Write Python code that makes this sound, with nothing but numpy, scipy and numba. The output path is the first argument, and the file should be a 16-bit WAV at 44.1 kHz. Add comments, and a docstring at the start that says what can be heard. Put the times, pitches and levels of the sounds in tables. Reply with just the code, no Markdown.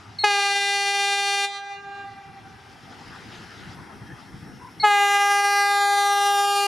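"""Beside the track on a railway curve: an electric train nears and sounds two air-horn blasts.
Each starts with a squeak of air, then the diaphragm snaps shut once a cycle; masts, trees and walls
throw the sound back. Between the blasts the wheels rumble, cross points, scuff the rails and thud
over joints, and the rails hiss. A gain control ducks everything else while the horn sounds."""
import sys
import numpy as np
from scipy import signal
from scipy.fft import rfft, irfft, next_fast_len
from scipy.io import wavfile
from scipy.ndimage import uniform_filter1d, map_coordinates
from numba import njit

SR = 44100
rng = np.random.default_rng(int(sys.argv[2]) if len(sys.argv) > 2 else 0)


def dump_mix(stems):
    """Bounce the given channels to the path in sys.argv[1] as a 16-bit WAV at rate SR."""
    frames = np.atleast_2d(stems).T  # one column per channel
    limited = np.clip(frames, -1, 1)  # hard clip at full scale
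    pcm = np.round(limited * 32767).astype(np.int16)
    wavfile.write(sys.argv[1], SR, pcm)


N = 294147
TIME = np.arange(N) / SR
TRAIN_M_PER_S, SOUND_M_PER_S = 20, 343
PASS_S, ASIDE_M = 7.7, 7.5  # closest approach
LEAD_S, TAIL_S = .025, .12  # margins round a blast

# rolling noise spectra: f/Hz, relative density/dB
RUMBLE = [(15, -51), (25, -25.5), (92, 2), (157, 1), (230, -2.5), (281, -2.5), (372, -11), (403, -19.5),
          (472, -11), (600, -50), (780, -53), (1320, -120)]
ROAR = [(240, -18), (400, 0), (477, -11), (596, -9.5), (810, 2.5), (1130, -9), (1190, -2), (1700, -3.5),
        (2500, -18), (3250, -40.5), (5500, -120)]
HISS = [(1180, -36), (2000, -3), (2370, -9.5), (2700, -5), (3670, -8), (4400, -10), (5000, -7),
        (7740, -22.5), (10700, -31), (15500, -51)]
RINGING = [(1180, -42), (2000, -2), (2140, -1), (2330, -34), (2440, -9.5), (2790, -12), (2890, -33),
           (3150, -11.5), (3580, -24), (4790, -27), (5400, -7), (6640, -25), (8010, -21), (10000, -16),
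           (15500, -35)]
# their envelopes: start level/dB, slope/(dB/s), swell on the points/dB, fall time/s
RUMBLE_LEVEL = (-53, 1.2, 2, 3.5)
ROAR_LEVEL = (-52, -0.1, 5, 0.66)
HISS_LEVEL = (-55, -0.95, 7, 0.05)
RINGING_LEVEL = (-66.5, 1.04, 2.5, 10)
# rolling noise, left to right: f/Hz, coherence
COHERENCE = [(30, .55), (70, 0.29), (150, 0.84), (400, 0.85), (1500, 0.6), (5000, 0.91), (12000, 0.8)]
# rolling noise, left channel: f/Hz, gain/dB
LEFT_GAIN = [(30, -8), (80, -1.5), (170, 2), (500, 2.5), (2000, 3), (10000, 1)]
# flange rubs: t/s, length/s, f/Hz, width/Hz, level/dB
SCUFFS = [(3.108, 0.072, 1300, 897, -48.5), (3.30, 0.076, 2920, 1800, -53), (3.482, 0.056, 1730, 300, -55),
          (3.763, 0.076, 1046, 344, -54), (3.749, 0.69, 3200, 72, -68.5), (3.756, 1.64, 5400, 260, -70.5),
          (4.036, 0.14, 1730, 250, -53), (4.577, 0.15, 1003, 168, -49)]
# rail joints: t/s, level/dB
JOINTS = [(4.016, -34), (4.127, -31), (4.341, -35.5), (4.425, -36)]
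# reflectors, flat in pitch if beside the train: pitch factor, delay/s, gain/dB, t60/s, tilt/(dB/oct)
ECHOES = [(1, .045, -19, .08, 0), (1, .12, -14.5, .1, -.8), (1, .27, -22.5, .35, -4),
          (.998, .54, -35, .6, -5), (.99, .45, -45.5, 3.2, -5.5), (.978, .6, -48.5, 3.6, -5.5),
          (.96, .7, -50.5, 3.2, -5.5)]
# filters for the echoes and the hiss that roughens them: f/Hz, gain/dB
ECHO_COLOUR = [(400, 4), (800, 5.5), (1600, 4.5), (4000, 0.5), (8000, -1.5), (15000, -16)]
ECHO_SCATTER = [(200, -19), (600, -23.5), (1000, -17), (1600, -9.5), (2600, -19), (6000, -34), (15000, -60)]
# first notch of the ballast bounce, falling as the train nears: t/s, f/Hz
GROUND_NOTCH = [(4.8, 5400), (5.2, 4340), (5.55, 3550), (5.85, 2775), (6.2, 2296), (6.67, 1854)]
# ballast reflection: f/Hz, gain/dB
BALLAST = [(400, -3.5), (800, -40.5), (1300, 0), (6000, -5.5), (15000, -20)]
# throat turbulence: f/Hz, gain/dB
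THROAT = [(200, -5), (700, 11), (1400, 14.5), (2500, 8.5), (4500, 4), (8000, 5), (11000, 1), (15000, -26)]
# air squeaks: t/s, length/s, f/Hz, level/dB, relative half-pitch line/dB
SQUEAKS = [(0.186, 0.067, 4245, -26.5, -22.5), (4.798, 0.062, 4300, -28, -10.5)]
# horn partials: multiple, relative level far and head-on/dB, near and aslant/dB
PARTIALS = [(1, -9.5, -8.5), (2, 1, 1.5), (3, -7, -6.5), (4, -2, -8.5), (5, -4, -9), (6, -2, -13),
            (7, -4, -12), (8, -12, -18.5), (9, -7, -15), (10, -9, -15), (11, -6, -16), (12, -13, -18.5),
            (13, -15.5, -21.5), (14, -13, -18.5), (15, -12.5, -20), (16, -24.5, -29), (17, -15.5, -20.5),
            (18, -19, -23.5), (19, -29, -33.5), (20, -22.5, -24), (21, -21.5, -24.5), (22, -24.5, -27),
            (23, -21, -22.5), (24, -21, -24), (25, -25.5, -23.5), (26, -29.5, -31.5), (27, -26.5, -28.5),
            (28, -30.5, -27), (29, -34, -33), (30, -44.5, -29), (31, -33.8, -33), (32, -45, -42),
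            (33, -45, -40.8), (34, -45.5, -43), (35, -42.7, -34), (36, -47, -50), (37, -49, -42),
            (38, -54, -46)]
# horn blasts: t/s, length/s, settled f/Hz, level/dB, attack/s, swell/dB, fade/(dB/s),
# tilt/(dB/oct), tilt rate/(dB/oct/s)
BLASTS = [(.240, 1.209, 400.5, 1.5, 0.0014, 7, 2.4, 0.22, 0.77),
          (4.841, 2.05, 404.6, 10.5, .0035, 13, 4, -1.25, 1.2)]


def gain_of(db):
    return 10 ** (np.asarray(db) / 20)


def unit_rms(x):
    return x / np.sqrt(np.mean(x ** 2) + 1e-20)


def log_interp(points, hz):
    f, value = np.transpose(points)
    return np.interp(np.log(hz + 1), np.log(f + 1), value)


def add(mix, start_s, sound):
    part = mix[max(round(start_s * SR), 0):][:len(sound)]
    part += sound[:len(part)]


def drift(t, rate_hz):
    """Smooth random curve, rms 1."""
    knots = rng.standard_normal(8192)
    return np.interp((t - t[0]) * rate_hz, np.arange(len(knots)), knots) * np.sqrt(3 / 2)


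def coloured(x, spectrum):
    size = next_fast_len(x.shape[-1] + SR // 10)
    gain = gain_of(log_interp(spectrum, np.fft.rfftfreq(size, 1 / SR)))
    return irfft(rfft(x, size) * gain, size)[..., :x.shape[-1]]


def delayed(x, delay_s):
    return map_coordinates(x, [np.arange(N) - delay_s * SR], order=3)


def noise_band(t, hz, width_hz):
    angle = 2 * np.pi * hz * t
    return drift(t, width_hz) * np.cos(angle) + drift(t, width_hz) * np.sin(angle)


def stereo_noise(spectrum, patchy_db, flicker_db):
    """Noise with drifting spectral patches and a broadband flicker."""
    frames, hz = N // 256 + 5, np.fft.rfftfreq(1024, 1 / SR)
    a, b, c, d, patches = rng.standard_normal((5, frames, 513))
    patches = unit_rms(uniform_filter1d(uniform_filter1d(patches, 10, 0), 9, 1))
    flicker = drift(np.arange(frames) * 256 / SR, 25)[:, None]
    coherence, left = log_interp(COHERENCE, hz), a + 1j * b
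    bins = np.array([left, coherence * left + np.sqrt(1 - coherence ** 2) * (c + 1j * d)])
    bins *= gain_of(log_interp(spectrum, hz) + patchy_db * patches + flicker_db * flicker)
    return unit_rms(signal.istft(bins.transpose(0, 2, 1), nperseg=1024, noverlap=768)[1][:, :N])


def track_drone(start_db=-51, fade_db_per_s=2.5):
    """The track drones while the train is far off."""
    return gain_of(start_db - fade_db_per_s * TIME) * unit_rms(noise_band(TIME, hz=104, width_hz=34))


def approach(start_db, db_per_s, swell_db, fall_s, enter_s=2.63, leave_s=3.73, rise_s=.48):
    """Rolling gain: a steady slope, and a swell as the leading wheels cross the points."""
    on_points = np.clip(np.minimum((TIME - enter_s) / rise_s, 1 - (TIME - leave_s) / fall_s), 0, 1)
    return gain_of(start_db + db_per_s * TIME + swell_db * on_points)


def flange_scuffs():
    """Flanges rub the rails in the curve and set them whining."""
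    out = np.zeros(N)
    for start_s, length_s, hz, width_hz, db in SCUFFS:
        t = np.arange(0, length_s, 1 / SR)
        add(out, start_s, gain_of(db) * unit_rms(noise_band(t, hz, width_hz) * np.hanning(len(t))))
    return out


def joint_thuds(hz=131, rise_s=.0048):
    """Each joint gives the wheel a low push that dies in a few cycles."""
    out, t = np.zeros(N), np.arange(SR // 10) / SR
    thud = t / rise_s * np.exp(1 - t / rise_s) * np.sin(2 * np.pi * hz * t)
    for start_s, db in JOINTS:
        add(out, start_s, gain_of(db) * thud)
    return out


def rolling():
    """Rails hiss and ring ahead of the train; bogies rumble, wheels roar."""
    hiss = approach(*HISS_LEVEL) * stereo_noise(HISS, patchy_db=2, flicker_db=1.2)
    ringing = approach(*RINGING_LEVEL) * stereo_noise(RINGING, patchy_db=1.6, flicker_db=.7)
    rumble = approach(*RUMBLE_LEVEL) * stereo_noise(RUMBLE, patchy_db=2, flicker_db=2)
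    roar = approach(*ROAR_LEVEL) * stereo_noise(ROAR, patchy_db=2.2, flicker_db=.8)
    left, right = hiss + ringing + rumble + roar + flange_scuffs() + joint_thuds() + track_drone()
    return np.array([coloured(left, LEFT_GAIN), right])


def echoes(blast, partial_db, taps_per_s=2000):
    """Each reflector group returns a dying cloud of taps; long paths lose treble."""
    out, t, start_s = np.zeros((2, N)), np.arange(2 * SR) / SR, blast[0] - LEAD_S
    for pitch_factor, delay_s, db, t60_s, tilt in ECHOES:
        taps = rng.standard_normal((2, len(t))) * (rng.random(len(t)) < taps_per_s / SR)
        mid, side = taps * gain_of(-60 * t / t60_s)
        response = np.array([mid + .3 * side, mid - .3 * side])
        dulled = horn(blast, partial_db, pitch_factor, tilt, count=28)[round(start_s * SR):]
        tail = signal.fftconvolve(dulled[None, :2 * SR], response / np.linalg.norm(response[0]), axes=1)
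        for channel in range(2):
            add(out[channel], start_s + delay_s, gain_of(db) * tail[channel])
    return coloured(out, ECHO_COLOUR)


def trackside(direct, mast_db=-25):
    """Direct sound plus ballast and mast bounces; shifting paths make the partials flutter."""
    bounce_s = 1 / np.interp(TIME, *np.transpose(GROUND_NOTCH))
    out = direct - coloured(delayed(direct, bounce_s), BALLAST)  # grazing bounce inverts
    train_m = TRAIN_M_PER_S * (PASS_S - TIME)
    for along_m, aside_m in zip(np.linspace(3, 17, 6), rng.uniform(2, 5, 6)):
        leg_m = np.hypot(train_m - along_m, aside_m)
        detour_m = leg_m + np.hypot(along_m, aside_m) - train_m
        out += gain_of(mast_db) * np.minimum(20 / leg_m, 1.5) * delayed(direct, detour_m / SOUND_M_PER_S)
    return out


def throat_air(tone, gain_db):
    """Turbulence in the horn's throat puffs with each pulse."""
    return gain_of(gain_db) * coloured(tone * rng.standard_normal(N), THROAT)


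def air_squeaks(rise_s=.0032, fade_s=.005):
    """Air whistles past the diaphragm before it swings."""
    out = np.zeros(N)
    for start_s, length_s, hz, db, half_db in SQUEAKS:
        t = np.arange(0, length_s, 1 / SR)
        angle = 2 * np.pi * np.cumsum(hz * (1 + .012 * drift(t, 273))) / SR
        lines = [(1.004, 0), (.5, half_db), (.917, -14), (2, -28), (3, -42)]
        whistle = sum(gain_of(line_db) * np.sin(multiple * angle) for multiple, line_db in lines)
        breath = .012 * rng.standard_normal(len(t))
        envelope = np.minimum(t / rise_s, 1) * np.minimum((length_s - t) / fade_s, 1)
        add(out, start_s, gain_of(db) * unit_rms(whistle + breath) * envelope)
    return out


def blowing(blast, sharp_hz=19.5, settle_s=.056, build_s=.078, release_db_per_s=420):
    """The horn starts sharp and dull, settles as pressure builds, and dies when the valve shuts."""
    start_s, length_s, settled_hz, db, attack_s, swell_db, fade_db_per_s, tilt, tilt_rate = blast
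    t = np.arange(-LEAD_S, length_s + TAIL_S, 1 / SR)
    held_s, released_s = np.maximum(t, 0), np.maximum(t - length_s, 0)
    snapping = .5 + .5 * np.tanh(t / (2 * attack_s))
    slack = np.exp(-held_s / build_s)  # pressure still to build
    bearing = np.arctan2(ASIDE_M, TRAIN_M_PER_S * (PASS_S - start_s - t))
    doppler = 1 - TRAIN_M_PER_S / SOUND_M_PER_S * (1 - np.cos(bearing))
    hz = (settled_hz + sharp_hz * np.exp(-held_s / settle_s)) * doppler
    onset_db = 20 * np.log10(snapping + 1e-9) - swell_db * slack
    level_db = db + onset_db - fade_db_per_s * held_s - release_db_per_s * released_s
    dulling = 3.5 * slack + 8 * (1 - snapping) + 53 * released_s  # dB/oct
    return start_s + t, hz, level_db, tilt + tilt_rate * held_s - dulling


def horn(blast, partial_db, pitch_factor=1, path_tilt=0, count=38, waver=0, jitter=.0008, shimmer_db=.65):
    """The diaphragm snaps shut once a cycle; the bell shapes each snap into a sharp, causal pulse."""
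    t, hz, level_db, tilt = blowing(blast)
    hz = pitch_factor * hz * (1 + jitter * drift(t, 89.94))
    angle = 2 * np.pi * np.cumsum(hz) / SR
    log_gain = np.log(gain_of(np.r_[partial_db[0] - 10, partial_db]))
    minimum_phase = -signal.hilbert(np.r_[log_gain, log_gain[-2:0:-1]]).imag
    pulses, power = 0, 0
    for k in range(1, count + 1):
        octaves = max(np.log2(k / 2), 0)
        amplitude = gain_of(partial_db[k - 1] + (tilt + path_tilt) * octaves)
        if waver:  # gusts on the way sway high partials most
            amplitude *= np.exp(waver * np.sqrt(k) * drift(t, 8 + k))
        pulses -= amplitude * np.cos(k * angle + minimum_phase[k])
        power += amplitude ** 2 / 2
    envelope = signal.windows.tukey(len(t), .02) * gain_of(level_db + shimmer_db * drift(t, 60))
    out = np.zeros(N)
    add(out, t[0], pulses / np.sqrt(power) * envelope)
    return out


def scene():
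    """A far and a near blast, their echoes and the rolling train."""
    _, far_db, near_db = np.transpose(PARTIALS)
    far, near = horn(BLASTS[0], far_db), horn(BLASTS[1], near_db, waver=.043)
    horns = far + trackside(near) + air_squeaks()
    air = throat_air(far, gain_db=-43) + throat_air(near, gain_db=-37.5)
    side = .089 * delayed(horns, .00112)  # faint side reflection
    returned = echoes(BLASTS[0], far_db) + gain_of(-5) * echoes(BLASTS[1], near_db)
    scatter = coloured(returned * rng.standard_normal(N), ECHO_SCATTER)
    return horns + air + np.array([side, -side]) + returned + scatter + rolling()


@njit
def follow(x, attack, release):
    """Envelope follower."""
    out, held = np.zeros(len(x)), 0.
    for i in range(len(x)):
        held += (x[i] - held) * (attack if x[i] > held else release)
        out[i] = held
    return out


def record(dry, threshold_db=-33, ratio=8, attack_s=.01, release_s=.35, fade_s=.006, cutoff_hz=15700):
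    """Treble-keyed gain control, end fade, low-pass."""
    treble = signal.lfilter([1, -.84], [1], dry.mean(0))
    power_db = 10 * np.log10(abs(uniform_filter1d(treble ** 2, size=330)) + 1e-12)
    cut_db = np.maximum(power_db - threshold_db, 0) * (1 - 1 / ratio)
    ducked = dry / gain_of(follow(cut_db, 1 / (attack_s * SR), 1 / (release_s * SR)))
    fade = np.minimum((TIME[-1] - TIME) / fade_s, 1)
    lowpass = signal.firwin(511, cutoff_hz, window=("kaiser", 9), fs=SR)
    return signal.oaconvolve(ducked * fade, lowpass[None], "same")


dry = scene()
out = record(dry)
dump_mix(out)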